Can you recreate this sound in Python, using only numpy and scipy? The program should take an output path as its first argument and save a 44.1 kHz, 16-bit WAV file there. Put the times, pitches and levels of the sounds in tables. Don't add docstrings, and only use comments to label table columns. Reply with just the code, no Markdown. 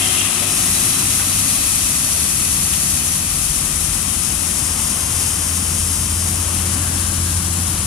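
import sys
import numpy as np
from scipy import signal
from scipy.fft import rfft, irfft
from scipy.io import wavfile

SR = 44100
rng = np.random.default_rng(int(sys.argv[2]) if len(sys.argv) > 2 else 0)


def transcribe(u):
    v = np.clip(np.atleast_2d(u).T, -1, 1)
    q = np.round(v * 32767).astype(np.int16)
    wavfile.write(sys.argv[1], SR, q)


N = 346626
TIME = np.arange(N) / SR
BINS = np.fft.rfftfreq(N, 1 / SR)

# f/Hz, coherence (0-1), right lag/rad
FAR_COHERENCE = [(30, 0.94, 0), (150, 1, 0), (280, 0.96, 0.5), (432, 0, 3.5), (660, 0.43, -2),
                 (940, 0.75, -1.66), (1170, 0.53, 0.5), (2040, 0.38, 1.46), (3040, 0.62, -0.3),
                 (4200, 0.13, 2.4)]
# f/Hz, level/dB
STONES_LEFT = [(1500, -19.5), (3600, -12.5), (4450, -14), (5100, -7.5), (6300, -5), (7400, -3.5),
               (8300, -2.5), (9200, 0), (9800, 1), (10500, 1.5), (11100, -4.5), (12000, -13.5),
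               (13600, -17), (15600, -27)]
# f/Hz, level/dB, coherence (0-1), lag/rad
RIGHT_OPEN = [(1500, -47, 0.48, 8), (3520, -25, 0.1, 4), (4320, 2.5, 0.2, 0), (5230, -7.5, 0.5, 1.7),
              (6000, 7.5, 0.36, 4), (7150, -5, 0.75, -2), (7750, 6.5, 0.83, 4), (9850, -3, 0, 0),
              (11300, 6, 0.3, -5), (12100, -0.5, 0.33, 5.5), (13400, -8, 0.03, 2.6),
              (14400, -4, 0.09, -2.7), (15600, -17, 0.1, -0.0)]
RIGHT_EDGE_ON = [(1500, -19, 0.16, -11), (4270, -10, 0.05, 6), (4930, 0, 0.89, 1), (5840, -1, 0.83, 0.5),
                 (6500, 1, 0.42, -0.2), (7600, -4, 0.72, -1.8), (8140, -4, 0.12, 5), (8470, 2.5, 0.92, -6),
                 (9400, -1.5, 0.53, 1.1), (10300, 0.5, 0.26, 1.5), (12200, -5, 0.16, 4),
                 (13800, -6.5, 0.21, -0.1), (15600, -19, 0.1, -0.0)]
RIGHT_SHADED = [(1500, -25, 0.09, 2), (3600, -4.5, 0.51, 0), (4170, 0, 0.43, 0), (5000, -5.5, 0.36, 1.7),
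                (6100, 1, 0.45, 4), (7200, -10, 0.22, 2), (8100, 1, 0.15, -2), (8600, -11, 0.29, -1.0),
                (9400, -5, 0.29, 5), (11600, -2, 0.33, -0.8), (13000, -8, 0.15, 2), (14000, -9, 0.08, 0.1),
                (15600, -18, 0.1, -0.0)]
# t/s, bearing (0 open, 1 edge-on, 2 or more shaded), shadow gain/dB
PORT_SWING = [(0, 1.4, -9), (.33, 2.7, -13.5), (.6, 0.46, -5), (1.5, .09, -6), (3.2, .02, -7),
              (4.2, .42, -13), (4.8, 0.89, -9), (6.2, 1.07, -9), (6.8, 1.7, -12), (7.86, 2.3, -11)]
# middle t/s, duration/s, change/dB
FLOW_SURGES = [(.42, 0.34, -1.3), (.78, 0.64, 1.0), (3.25, .26, -1.5), (5.23, 0.3, 0.8), (6.14, .2, -0.2)]
# f/Hz, left level/dB, right level/dB
SPRAY_SPECTRUM = [(250, -13, -27), (470, -8.5, -13), (900, -7, -12), (1570, -11, -10), (2550, -4.5, -16.5),
                  (3100, -2.5, -12.5), (4020, -10, -6), (4680, -19, -21), (7000, -32, -37)]
# f/Hz, width/Hz, left level/dB, right level/dB
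PIPE_MODES = [(632, 70, -2.5, -6), (752, 100, -2, -7.5), (1104, 200, -4, -6.5), (1302, 170, -6, -2.5),
              (1953, 310, -4, -4.5), (2445, 130, -1, -22), (2610, 210, 2, -13)]
GATE_MODES = [(2510, 120, -9, -14), (2790, 190, -3, 1), (3190, 150, -9, -1), (3440, 200, -13, -4)]
# start t/s, duration/s, level/dB
GATE_STROKES = [(-.03, 0.093, -28), (.14, 0.062, -27)]
# start t/s, end t/s, f/Hz, width/Hz, left level/dB
ROLLER_SQUEAKS = [(-.1, 0.25, 2090, 70, -38), (-.1, 0.23, 3160, 110, -35.5), (.1, 2.1, 3945, 45, -42.5),
                  (6.6, 7.6, 1602, 200, -46)]
# t/s, firing rate/Hz, exhaust level/dB
DIESEL_RUN = [(0, 66.4, -50), (.8, 67.5, -49), (1.5, 71.8, -39), (2.95, 80.9, -33.5), (3.45, 82.25, -36.5),
              (5.05, 83.56, -32), (5.8, 84.6, -27.5), (7.0, 86.4, -24.5), (7.86, 85.55, -25)]
# order (multiple of crank speed), level/dB
ENGINE_ORDERS = [(1.5, -32), (2, -20), (2.5, -28), (3, 0.5), (3.5, -15), (4, -25), (4.5, -22), (5.5, -20),
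                 (6, -16), (6.5, -22), (7, -17.5), (8, -23.5), (9, -23), (10.5, -22.5), (12, -26)]
# middle t/s, duration/s, change/dB
EXHAUST_BOOMS = [(7.48, 0.57, 9)]
# f/Hz, level/dB
PUMP_PARTIALS = [(97, -0.5), (162, -9.5), (194.5, -12.5), (227, -10.5), (259, -9), (275, -10.5),
                 (324, -13.5)]
# f/Hz, level/dB
CHASSIS_SPECTRUM = [(20, -25), (45, -4), (65, -3), (100, -3.5), (125, -0.5), (160, -1), (210, -3),
                    (280, -7.5), (340, -10.5), (420, -19), (700, -38)]
WHEEL_SPECTRUM = [(8, -18), (28, -15), (48, 0), (68, 2), (110, -13)]
# middle t/s, duration/s, change/dB
CHASSIS_JOLTS = [(.3, 1, -3.5), (.85, 0.8, 3), (6.65, .5, 2), (7.6, .7, 1.5)]
# f/Hz, left level/dB, right level/dB
TYRE_SPECTRUM = [(248, 3, -29), (450, -1, -7), (730, 0.5, -6.5), (1060, 3, -4), (1500, -1.5, -7.5),
                 (2280, -6.5, -11), (3150, -3.5, -5), (3950, -44, -23), (7000, -34, -35)]
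# nearest t/s, time to half power/s, level/dB
CAR_PASSES = [(3.4, 1.0, -44.5), (5.1, 0.73, -32), (6.72, 0.33, -31), (7.85, 0.42, -32.5)]
# t/s, left level/dB, f/Hz, T60/s, relative rattle level/dB
CHUTE_KNOCKS = [(.419, -26.5, 590, 0.14, 0), (1.196, -31, 1500, .08, 9), (2.733, -26, 3020, .1, 2),
                (6.255, -31, 730, .12, 2)]
# start t/s, end t/s, first f/Hz, last f/Hz, level/dB
ENGINE_GLIDES = [(2.1, 3.6, 142, 159.7, -38), (3.0, 4.4, 29, 53.2, -35.5), (3.3, 3.85, 156, 134.7, -35)]


def amp(db):
    return 10 ** (np.asarray(db) / 20)


def unit_rms(x):
    return x / np.sqrt(np.mean(x ** 2) + 1e-20)


def curve(rows):
    times, *columns = np.transpose(rows)
    return np.array([np.interp(TIME, times, column) for column in columns])


def swell(middle, length):
    return np.cos(np.pi * np.clip((TIME - middle) / length, -.5, .5)) ** 2


def swells_db(rows):
    return sum(db * swell(middle, length) for middle, length, db in rows)


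def fade_db(hold_s, db_per_s):
    return -db_per_s * np.maximum(TIME - hold_s, 0)


def drift(rate_hz):
    white = rfft(rng.standard_normal(N))
    return unit_rms(irfft(white * np.exp(-(BINS / rate_hz) ** 2) * (BINS > 0), N))


def tone(hz):
    return np.sqrt(2) * np.sin(2 * np.pi * (np.cumsum(hz) / SR + rng.random()))


def coloured(x, rows):
    hz, *columns = np.transpose(rows)
    gain_db = np.array([np.interp(np.log(BINS + 1), np.log(hz + 1), column) for column in columns])
    passband = 1 / (1 + (hz[0] / (BINS + 1)) ** 6) / (1 + (BINS / hz[-1]) ** 24)
    return unit_rms(irfft(rfft(x) * amp(gain_db) * np.sqrt(passband), N))


def resonant(x, modes):
    response = sum(amp([[left], [right]]) / (1 + (2 * (BINS - hz) / width) ** 2)
                   for hz, width, left, right in modes)
    return unit_rms(irfft(rfft(x) * response, N))


def ring(x, hz, width_hz):
    return resonant(x, [(hz, width_hz, 0, 0)])


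def ports(pair, coherence_rows):
    left, independent = rfft(pair)
    hz, coherence, lag = np.transpose(coherence_rows)
    shared = np.interp(BINS, hz, np.clip(coherence, 0, .999) * np.exp(-1j * lag))
    right = shared * left + np.sqrt(1 - abs(shared) ** 2) * independent
    return irfft(np.array([left, right]), N)


def noise():
    return ports(rng.standard_normal((2, N)), FAR_COHERENCE)


def shadowed(pour):
    bearing, shadow_db = curve(PORT_SWING)
    bearing = np.clip(bearing, 0, 2)
    right = 0
    for k, view in enumerate(map(np.array, (RIGHT_OPEN, RIGHT_EDGE_ON, RIGHT_SHADED))):
        heard = ports(pour, view[:, [0, 2, 3]])[1]
        crossfade = np.maximum(1 - abs(bearing - k), 0)
        right = right + crossfade * coloured(heard, view[:, :2])
    return right * amp(shadow_db)


def reflected(x, echo_db=-20.0, count=8):
    delays_s = rng.uniform(.001, .007, count)
    signs = rng.choice([-1, 1], count)
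    echoes = sum(sign * np.roll(x, round(s * SR), axis=-1) for s, sign in zip(delays_s, signs))
    return (x + amp(echo_db) * echoes / np.sqrt(count)) / np.hypot(1, amp(echo_db))


def chippings(level_db=-14.5, stones_per_s=9000, size_spread_db=4.0, grit_db=2.0, roller_hz=2.9):
    sizes = amp(size_spread_db * np.minimum(rng.exponential(1, (2, N)), 4))
    hits = rng.choice([-1, 1], (2, N)) * (rng.random((2, N)) < stones_per_s / SR)
    pour = unit_rms(sizes * hits) + amp(grit_db) * rng.standard_normal((2, N))
    hiss = np.vstack([coloured(pour[0], STONES_LEFT), shadowed(pour)])
    roller_db = 0.28 * np.sin(2 * np.pi * roller_hz * TIME)
    clumps_db = 0.49 * drift(25)
    receding_db = fade_db(hold_s=1.82, db_per_s=0.59)
    return hiss * amp(level_db + receding_db + swells_db(FLOW_SURGES) + roller_db + clumps_db)


def spray(level_db=-26, roar_db=-1.5, pipes_db=-4.0):
    roar = amp(roar_db) * coloured(noise(), SPRAY_SPECTRUM)
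    pipes = amp(pipes_db) * resonant(noise(), PIPE_MODES)
    return (roar + pipes) * amp(level_db + fade_db(hold_s=0, db_per_s=1.82))


def gate_scrape(attack_s=0.046, release_db_per_s=85, judder_db=2.0):
    force = 0
    for start, length, db in GATE_STROKES:
        attack = np.clip((TIME - start) / attack_s, 0, 1)
        force = force + attack * amp(db + fade_db(start + length, release_db_per_s))
    return resonant(noise(), GATE_MODES) * force * amp(judder_db * drift(60))


def squeaks(right_db=7.0):
    rub, out = noise(), 0
    for start, end, hz, width, db in ROLLER_SQUEAKS:
        envelope = np.sin(np.pi * np.clip((TIME - start) / (end - start), 0, 1))
        out = out + amp(db) * envelope * ring(rub, hz, width)
    return out * amp([[0], [right_db]])


def diesel(firings_per_turn=3, wobble_hz=0.23, firing_waver_db=1.0, other_waver_db=0.5):
    firing_hz, level_db = curve(DIESEL_RUN)
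    turns = np.cumsum(firing_hz + wobble_hz * drift(5)) / SR / firings_per_turn
    exhaust = np.zeros(N)
    for order, db in ENGINE_ORDERS:
        waver_db = firing_waver_db if order == firings_per_turn else other_waver_db
        boom_db = swells_db(EXHAUST_BOOMS) if order == 2 * firings_per_turn else 0
        gain = amp(db + boom_db + waver_db * drift(6.5))
        exhaust += gain * np.sin(2 * np.pi * (order * turns + rng.random()))
    return np.sqrt(2) * exhaust * amp(level_db)


def pump(near_db=-33.5, far_db=-45.5, wobble=0.00816, waver_db=2.0):
    speed = 1 + wobble * drift(6.1)
    hum = sum(amp(db + waver_db * drift(6.6)) * tone(hz * speed) for hz, db in PUMP_PARTIALS)
    near = amp(near_db + fade_db(hold_s=1.16, db_per_s=6))
    return hum * np.hypot(near, amp(far_db))


def feed_drive(level_db=-42.5, pitch_hz=367, wobble=0.0103, waver_db=3.0, octave_db=-5.5, stop_s=0.98):
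    hz = pitch_hz * (1 + wobble * drift(8))
    octave_gain = amp(octave_db + fade_db(hold_s=0.64, db_per_s=60))
    whine = tone(hz) + octave_gain * tone(2 * hz)
    return whine * amp(level_db + fade_db(stop_s, db_per_s=120) + waver_db * drift(21))


def chassis(level_db=-30.5, right_db=-1.45):
    shake = coloured(noise(), CHASSIS_SPECTRUM)
    return shake * amp(level_db + swells_db(CHASSIS_JOLTS)) * amp([[0], [right_db]])


def wheels(cruise_db=-34.5, cruise_firing_hz=84.5, db_per_hz=.5, uneven_db=0.5):
    firing_hz = curve(DIESEL_RUN)[0]
    level_db = cruise_db + db_per_hz * (firing_hz - cruise_firing_hz) - uneven_db * drift(2.0)
    return coloured(noise(), WHEEL_SPECTRUM) * amp(level_db)


def passing_tyres(far_db=-45):
    power = amp(far_db) ** 2
    for nearest_s, half_power_s, db in CAR_PASSES:
        power = power + amp(db) ** 2 / (1 + ((TIME - nearest_s) / half_power_s) ** 2)
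    return coloured(noise(), TYRE_SPECTRUM) * np.sqrt(power)


def knocks(rattle_t60_s=0.11, right_db=-6.0):
    shake, out = noise(), 0
    for start, db, hz, t60, rattle_db in CHUTE_KNOCKS:
        age = np.maximum(TIME - start, 0)
        mode = np.sin(2 * np.pi * hz * age) * amp(-60 * age / t60)
        rattle = ring(shake, hz, width_hz=hz) * amp(rattle_db - 60 * age / rattle_t60_s)
        out = out + amp(db) * (TIME > start) * (mode + rattle)
    return out * amp([[0], [right_db]])


def passing_engines(unsteady=0.83):
    out = 0
    for start, end, first_hz, last_hz, db in ENGINE_GLIDES:
        envelope = amp(db) * np.sqrt(swell((start + end) / 2, end - start))
        flutter = (1 + unsteady * drift(13)) / np.hypot(1, unsteady)
        hz = np.interp(TIME, [start, end], [first_hz, last_hz])
        out = out + envelope * flutter * tone(hz)
    return out


def scene():
    spreader = reflected(chippings() + spray() + gate_scrape())
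    truck = spreader + squeaks() + knocks() + diesel() + pump() + feed_drive() + chassis() + wheels()
    return truck + passing_tyres() + passing_engines()


def record(dry, ceiling=.92, cutoff_hz=15750):
    rounded = dry / (1 + (dry / ceiling) ** 8) ** (1 / 8)
    lowpass = signal.firwin(511, cutoff_hz, window=("kaiser", 9), fs=SR)
    return signal.oaconvolve(rounded, lowpass[None], "same")


dry = scene()
out = record(dry)
transcribe(out)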